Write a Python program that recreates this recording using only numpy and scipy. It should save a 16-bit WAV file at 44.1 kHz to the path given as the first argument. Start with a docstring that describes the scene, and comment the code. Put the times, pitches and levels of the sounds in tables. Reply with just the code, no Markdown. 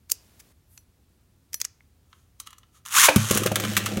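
"""A spinning toy top drops into a plastic dish, strikes the wall and circles with a hollow rumble:
its tip excites the modes of the dish and its imbalance drives a hum. Before that, in a carpeted room,
the top is snapped together close by and clicked onto a string launcher. The cord rips the gears up to
speed, their tooth clicks merging into a whine, stops with a knock and whirrs back in as the top runs."""
import sys
import numpy as np
from scipy import signal
from scipy.fft import rfft, irfft
from scipy.io import wavfile

SR = 44100
rng = np.random.default_rng(int(sys.argv[2]) if len(sys.argv) > 2 else 0)


def inscribe(sig):
    """Save sig as 16-bit PCM at rate SR to the path in sys.argv[1].

    A 1-D sig is mono; a 2-D sig holds one channel per row.
    Samples are clipped to [-1, 1] before scaling.
    """
    pcm = np.round(np.clip(np.atleast_2d(sig).T, -1, 1) * 32767)
    wavfile.write(sys.argv[1], SR, pcm.astype(np.int16))


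N = 176400
T = np.arange(N) / SR
BOOM_HZ, TREBLE_HZ, TOP_OCTAVE_HZ = 250, 4376, 8900  # band edges

# modes of the dish floor: f/Hz, level/dB, t60/s
DISH_MODES = [(105.1, -13, 0.58), (138.7, -6.5, 0.21), (166, -18, 0.15), (196.3, 2.5, 0.087),
              (216.3, -10.5, 0.3), (284.7, -5.5, 0.065), (355, -2, 0.043), (445, 1, 0.02),
              (551.5, -3.5, 0.043), (628, -14.5, 0.12), (770, -5, 0.021)]
# the tip circling the dish: t/s, rumble level/dB, scrape level/dB
TIP_LEVELS = [(3.18, -57, -33), (3.35, -32, -64), (3.6, -31, -38), (3.72, -40.5, -35), (3.87, -33, -38),
              (4.0, -33.5, -45)]
# spectrum of the launcher's plastic: f/Hz, level/dB
LAUNCHER_SPECTRUM = [(100, -17.5), (650, -25.5), (1100, 3.5), (1600, 1.5), (2300, -3.5), (3200, 1),
                     (4900, -7.5), (6500, 2.5), (8000, -3.5), (10000, -2), (15500, -11)]


def wall_strikes():
    """Impact excitation: the spinning top hits the dish wall, whose dense modes die quickly."""
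    # t/s, middle level/dB, treble level/dB
    strikes = [(3.1605, -12.5, -11), (3.3105, -17.5, -11.5), (3.349, -33, -17.5), (3.3735, -17.5, -12.5),
               (3.435, -23.5, -22.5), (3.4612, -17.5, -17), (3.471, -19.5, -29.5), (3.518, -26, -26.5),
               (3.5575, -13, -14.5), (3.5995, -25.5, -21.5), (3.6375, -21.5, -31), (3.650, -21, -29),
               (3.7672, -10, -14.5), (3.775, -20, -16.5), (3.8605, -18.5, -21), (3.867, -24, -35),
               (3.9715, -26, -29.5)]
    # spectrum of the wall: f/Hz, level/dB
    wall_spectrum = [(150, -33), (800, -15.5), (1230, 7), (1750, 0), (3000, 1), (4700, -6.5), (6500, -0.5),
                     (9000, -3.5), (15500, -7)]
    return plastic(strikes, wall_spectrum, t60=.032, tail_db=-12.5, tail_t60=.064, crack=3.1)


def floor_thumps(spread_octaves=.37):
    """Modal response: blows set the dish floor booming; the point of impact selects the higher modes."""
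    # t/s, boom level/dB, knock level/dB, knock centre f/Hz
    blows = [(3.1615, -8, -11, 278), (3.308, -19.5, -10.5, 450), (3.353, -23.5, -18, 326),
             (3.416, -26, -16.5, 357), (3.458, -27.5, -10.5, 483), (3.516, -24.5, -11.5, 710),
             (3.971, -22, -25, 400)]
    out, boom = 0, clicks(blows)
    for k, (hz, db, t60) in enumerate(DISH_MODES):
        knock = clicks([(s, knock_db - 3 * (np.log2(hz / centre_hz) / spread_octaves) ** 2)
                        for s, _, knock_db, centre_hz in blows])
        out += amp(db) * ring(boom if hz < BOOM_HZ else (-1) ** k * knock, hz, t60)
    return out


def rolling(lands_s=3.16, bank_s=3.62, spin_hz=110, sag_hz_per_s=10):
    """Forced vibration: bumps under the tip ring the dish, and imbalance shakes it once per turn."""
    bumps = grit(per_s=630, spread_db=6)
    rumble = unit(sum((-1) ** k * amp(db) * ring(bumps, hz, t60) * (1 if hz > BOOM_HZ else .42)
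                      for k, (hz, db, t60) in enumerate(DISH_MODES)))
    turn_hz = spin_hz - sag_hz_per_s * (T - lands_s) + 2 * drift(19.3)
    angle = 2 * np.pi * np.cumsum(turn_hz) / SR
    hum = 0
    # the octave joins in once the top rides the bank of the dish
    for harmonic, from_s, db in ((1, lands_s, -36 + 2 * drift(15)), (2, bank_s, -36.5 + 4 * drift(17))):
        onset = np.clip((T - from_s) / .03, 0, 1)
        hum += onset * amp(db) * unit(np.sin(harmonic * angle))
    return level(TIP_LEVELS) * rumble + hum


def scrape():
    """Sliding friction: the tip skids over the dish in a stream of uneven micro-impacts."""
    # spectrum of the skid: f/Hz, level/dB
    skid_spectrum = [(150, -26), (900, -6.5), (1250, 1), (3200, 1.5), (4700, -4), (6600, -1), (10000, -8.5),
                     (16000, -11.5)]
    grains = bursts(grit(per_s=2800, spread_db=3.7), t60=.007)
    return colour(level(TIP_LEVELS, axis=2) * grains, skid_spectrum)


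def gear_rip(jitter=.04, teeth_db=-6, rasp_db=-3):
    """Gear meshing: tooth impacts fuse into a rising whine at the mesh frequency, over the cord's rasp."""
    # rate of tooth impacts: t/s, f/Hz
    mesh_curve = [(2.85, 83.5), (2.9, 170.5), (2.92, 301.5), (2.945, 540), (2.965, 996), (2.98, 1370.5),
                  (3.015, 2101), (3.04, 2254), (3.08, 1912.5)]
    # strength of the pull: t/s, level/dB
    pull = [(2.852, -39.5), (2.898, -47), (2.91, -36.5), (2.967, -15.5), (3.025, -15), (3.054, -11),
            (3.08, -23), (3.1, -68)]
    mesh_hz = np.interp(T, *np.transpose(mesh_curve))
    driven = np.clip((3.04 - T) / .043, 0, 1)  # once the gears stop gaining speed they chatter loosely
    waver = jitter * (4 - 3.4 * driven) * drift(600)
    cycles = np.cumsum(mesh_hz * (1 + waver)) / SR
    teeth = np.diff(np.floor(cycles), prepend=0) * np.sqrt(SR / mesh_hz)
    teeth *= amp(5.16 * noise() + 2.5)  # no two impacts are equally strong
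    housing = .4 * teeth + .9 * bursts(teeth, t60=.008)
    body = colour(amp(teeth_db) * housing + amp(rasp_db) * noise(), LAUNCHER_SPECTRUM)
    whine = sum(amp(db) * np.sin(2 * np.pi * k * cycles) for k, db in ((1, -5), (2, -12), (3, -12)))
    envelope = level(pull) * (T < pull[-1][0])
    return envelope * (band(body, 120, "high") + driven * band(whine, 990, "high", order=6))


def cord_stop(crack_db=-9):
    """Impulse response: the cord reaches its end and jolts the launcher's frame, which cracks and rings."""
    # t/s, level/dB
    jolts = [(3.0845, -14), (3.0875, -7), (3.091, -16.5)]
    # f/Hz, level/dB, t60/s
    frame_modes = [(295.6, -26.5, 0.35), (520, 3, 0.024), (900, 6, 0.012), (1543, -0.5, 0.032),
                   (2446, 4.5, 0.016)]
    blows = clicks(jolts)
    frame = sum((-1) ** k * amp(db) * ring(blows, hz, t60) for k, (hz, db, t60) in enumerate(frame_modes))
    return frame + amp(crack_db) * band(noise() * dying(blows, .07), 6600, "low", order=1)


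def rewind():
    """Shot noise: the spring reels the cord in, and many tiny contacts add up to a fine rattle."""
    # strength of the rattle: t/s, level/dB
    envelope = [(3.1, -36.5), (3.28, -29), (3.34, -25.5), (3.43, -34), (3.6, -54)]
    grains = bursts(grit(per_s=3000, spread_db=3), t60=.005)
    return band(colour(level(envelope) * grains, LAUNCHER_SPECTRUM), 13000, "low", order=1)


def handling(housing_hz=1325, housing_db=-12):
    """Resonance: latching the top on and gripping the launcher excite its hollow housing."""
    # t/s, middle level/dB, treble level/dB
    latches = [(2.129, -43, -67), (2.4005, -38.5, -28), (2.472, -35, -40), (2.506, -47, -47),
               (2.530, -39, -50), (2.583, -52.5, -46.5), (2.632, -47, -71)]
    # the launcher slides in the hand: centre t/s, width/s, level/dB
    grips = [(2.165, 0.064, -69.5), (2.471, 0.0063, -48), (2.765, 0.02, -59)]
    touch = plastic(latches, LAUNCHER_SPECTRUM, t60=.024, tail_db=-11.5, tail_t60=.041,
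                    crack=4.2, lead_db=-17)
    touch += sliding(grips, LAUNCHER_SPECTRUM)
    return touch + amp(housing_db) * np.std(touch) * unit(ring(touch, housing_hz, t60=.027))


def assembly(catch_db=-.5):
    """Impact and friction: the top's parts snap home with ringing catches, amid taps, rubs and a scuff."""
    # t/s, middle level/dB, treble level/dB, top-octave level/dB, catch f/Hz
    snaps = [(.098, -32.5, -33.5, -38, 2330), (.101, -41.5, -27, -27.5, 4970), (.1178, -20, -8, -5.5, 5180),
             (0.777, -36, -38, -49, 4380), (1.532, -30.5, -28, -31, 5990), (1.543, -23.5, -19, -16, 6060),
             (1.602, -33, -31.5, -29, 6050), (1.607, -42, -35, -42, 7440), (1.6152, -18.5, -13, -20, 6170),
             (1.645, -34, -38, -35.5, 2400), (1.6506, -21.5, -15, -28, 6670)]
    # spectrum of the top's plastic: f/Hz, level/dB
    top_spectrum = [(300, -14), (800, -14), (1300, -7), (2200, -2), (4000, -6), (6300, 0.5), (8000, -3),
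                    (11500, -2.5), (16000, -5)]
    # knocks on its body: t/s, level/dB, f/Hz, t60/s
    taps = [(.1185, -36, 430, .012), (1.807, -43.5, 2120, 0.011)]
    # fingers slide over it: centre t/s, width/s, level/dB
    rubs = [(.745, 0.035, -61)]
    # spectrum of the finger friction: f/Hz, level/dB
    rub_spectrum = [(5000, -13), (13000, 4), (16000, -16)]
    # a part scuffs in its seat: centre t/s, width/s, level/dB
    scuffs = [(.403, 0.0054, -46.5)]
    out = plastic([row[:-1] for row in snaps], top_spectrum, t60=.013, tail_db=-28, tail_t60=.05,
                  crack=2.5, lead_db=-17)
    for s, _, treble_db, _, hz in snaps:
        catch = ring(clicks([(s, treble_db + catch_db)]), hz, t60=.004)
        out += band(catch, hz / 2, "high")
    out += sum(ring(clicks([(s, db)]), hz, t60) for s, db, hz, t60 in taps)
    return out + sliding(rubs, rub_spectrum) + sliding(scuffs, top_spectrum)


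def disc_clinks(split_hz=62):
    """Mode splitting: the top's metal disc is not quite round, so each mode beats with a weaker twin."""
    # t/s, level/dB, time until a finger damps the disc/s
    hits = [(0.776, -50, .07), (1.544, -33, 0.04)]
    # f/Hz, level/dB, t60/s
    disc_modes = [(4250, -18, .14), (5905, 0, .085), (7564, -19, .1), (10140, -12, .2), (13160, -8, .14)]
    out = 0
    for s, db, free_s in hits:
        hit = clicks([(s, db)])
        damping = np.exp(-np.maximum(T - s - free_s, 0) / .02)
        for hz, mode_db, t60 in disc_modes:
            out += damping * amp(mode_db) * (ring(hit, hz, t60) + .5 * ring(hit, hz + split_hz, t60 / 2))
    return out


def room(x, low_t60=.35, treble_t60=.11):
    """Reverberation: a diffuse tail decays exponentially, with the treble absorbed sooner."""
    tail = sum(band(noise(), TREBLE_HZ, kind) * np.exp(-np.log(1000) * T / t60)
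               for kind, t60 in (("low", low_t60), ("high", treble_t60)))
    tail = band(tail * (T > .005), 140, "high")[:SR]
    return signal.fftconvolve(x, tail / np.linalg.norm(tail))[:N]


def background(rumble_db=-57, hiss_db=-62):
    """Broadband noise: the room rumbles steadily, and a soft hiss briefly follows the first snaps."""
    # f/Hz, level/dB
    rumble_spectrum = [(25, 1), (84, 0), (149, -13), (260, -17), (600, -28), (2000, -34.5), (16000, -38.5)]
    # f/Hz, level/dB
    hiss_spectrum = [(300, 12), (1000, 2), (16000, -3)]
    rumble = amp(rumble_db) * colour(noise(), rumble_spectrum)
    return rumble + amp(hiss_db) * colour(noise(), hiss_spectrum) * (T > .12) * (T < .525)


def plastic(rows, spectrum, t60, tail_db, tail_t60, crack, lead_db=-np.inf, lead_t60=.022):
    """Modal overlap: after an optional rub, struck plastic cracks and rings as noise with two decays."""
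    parts = []
    for axis in range(1, len(rows[0])):  # one column of levels per frequency band
        hit = clicks(rows, axis)
        lead = amp(lead_db) * dying(hit[::-1], lead_t60)[::-1]
        envelope = lead + dying(hit, t60) + amp(tail_db) * dying(hit, tail_t60)
        parts.append(crack * hit + noise() * envelope)
    out = parts[0]
    for hz, part in zip((TREBLE_HZ, TOP_OCTAVE_HZ), parts[1:]):
        out = band(out, hz, "low", order=4) + band(part, hz, "high", order=4)
    return colour(out, spectrum)


def sliding(rows, spectrum):
    """Friction noise in Gaussian swells."""
    swells = sum(amp(db) * np.exp(-.5 * ((T - s) / width) ** 2) for s, width, db in rows)
    return swells * colour(noise(), spectrum)


def grit(per_s, spread_db):
    """Poisson process of tiny contacts of uneven size, rms 1."""
    sizes = amp(spread_db * np.minimum(rng.exponential(1, N), 4)) * np.sign(noise())
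    return unit(sizes * (rng.random(N) < per_s / SR))


def bursts(contacts, t60):
    """Incoherent sum: each contact rings a new spot as a noise burst; energy is conserved."""
    return noise() * np.sqrt(dying(contacts ** 2, t60 / 2) * 2 * np.log(1000) / (t60 * SR))


def ring(x, hz, t60):
    """Damped oscillator; a unit click rings at height 1."""
    r, w = amp(-60 / (t60 * SR)), 2 * np.pi * hz / SR
    return signal.lfilter([0, np.sin(w)], [1, -2 * r * np.cos(w), r * r], x + 1e-18)


def dying(x, t60):
    """Exponential decay after every click."""
    return signal.lfilter([1], [1, -np.exp(-np.log(1000) / (t60 * SR))], x + 1e-18)


def clicks(rows, axis=1):
    """One impulse per row, as strong as a column of dB."""
    out = np.zeros(N)
    for row in rows:
        out[min(int(row[0] * SR), N - 1)] += amp(row[axis])
    return out


def colour(x, points):
    """Minimum-phase filter with the given spectrum and unit power gain."""
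    hz, db = np.transpose(points)
    grid_hz = np.maximum(np.arange(2049) * SR / 4096, 1)
    gain = amp(np.interp(np.log(grid_hz), np.log(hz), db))
    cepstrum = irfft(np.log(gain))
    half = len(cepstrum) // 2
    response = irfft(np.exp(rfft(2 * cepstrum[:half], 2 * half)))
    return signal.fftconvolve(x, response / np.linalg.norm(response))[:N]


def band(x, hz, kind, order=2):
    """Butterworth filter."""
    return signal.sosfilt(signal.butter(order, hz, kind, fs=SR, output="sos"), x + 1e-18)


def level(rows, axis=1):
    """Gain over time from a column of dB, silent before the first row and held after the last."""
    rows = np.array(rows)
    return amp(np.interp(T, rows[:, 0], rows[:, axis])) * (T >= rows[0, 0])


def drift(hz):
    """Random fluctuation below hz, rms 1."""
    return unit(band(noise(), hz, "low"))


def noise():
    """White noise."""
    return rng.standard_normal(N)


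def amp(db):
    """Decibels to gain."""
    return 10 ** (np.asarray(db) / 20)


def unit(x):
    """Scale to rms 1."""
    return x / np.sqrt(np.mean(x ** 2) + 1e-20)


def scene():
    """Superposition: the hands are close and nearly dry; launcher and dish, further off, echo more."""
    near = assembly() + disc_clinks()
    far = wall_strikes() + scrape() + handling() + gear_rip() + cord_stop() + rewind()
    direct = near + far + floor_thumps() + rolling()
    return (direct + room(amp(-23) * near + amp(-13) * far) + background())[None]


def record(dry, low_cut_hz=60, high_cut_hz=16000):
    """Band limiting and saturation: the microphone drops deep bass, rounds peaks and cuts high treble."""
    rounded = .95 * np.tanh(band(dry, low_cut_hz, "high", order=3) / .95)
    return signal.sosfilt(signal.ellip(10, .2, 80, high_cut_hz, fs=SR, output="sos"), rounded)


dry = scene()
out = record(dry)
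inscribe(out)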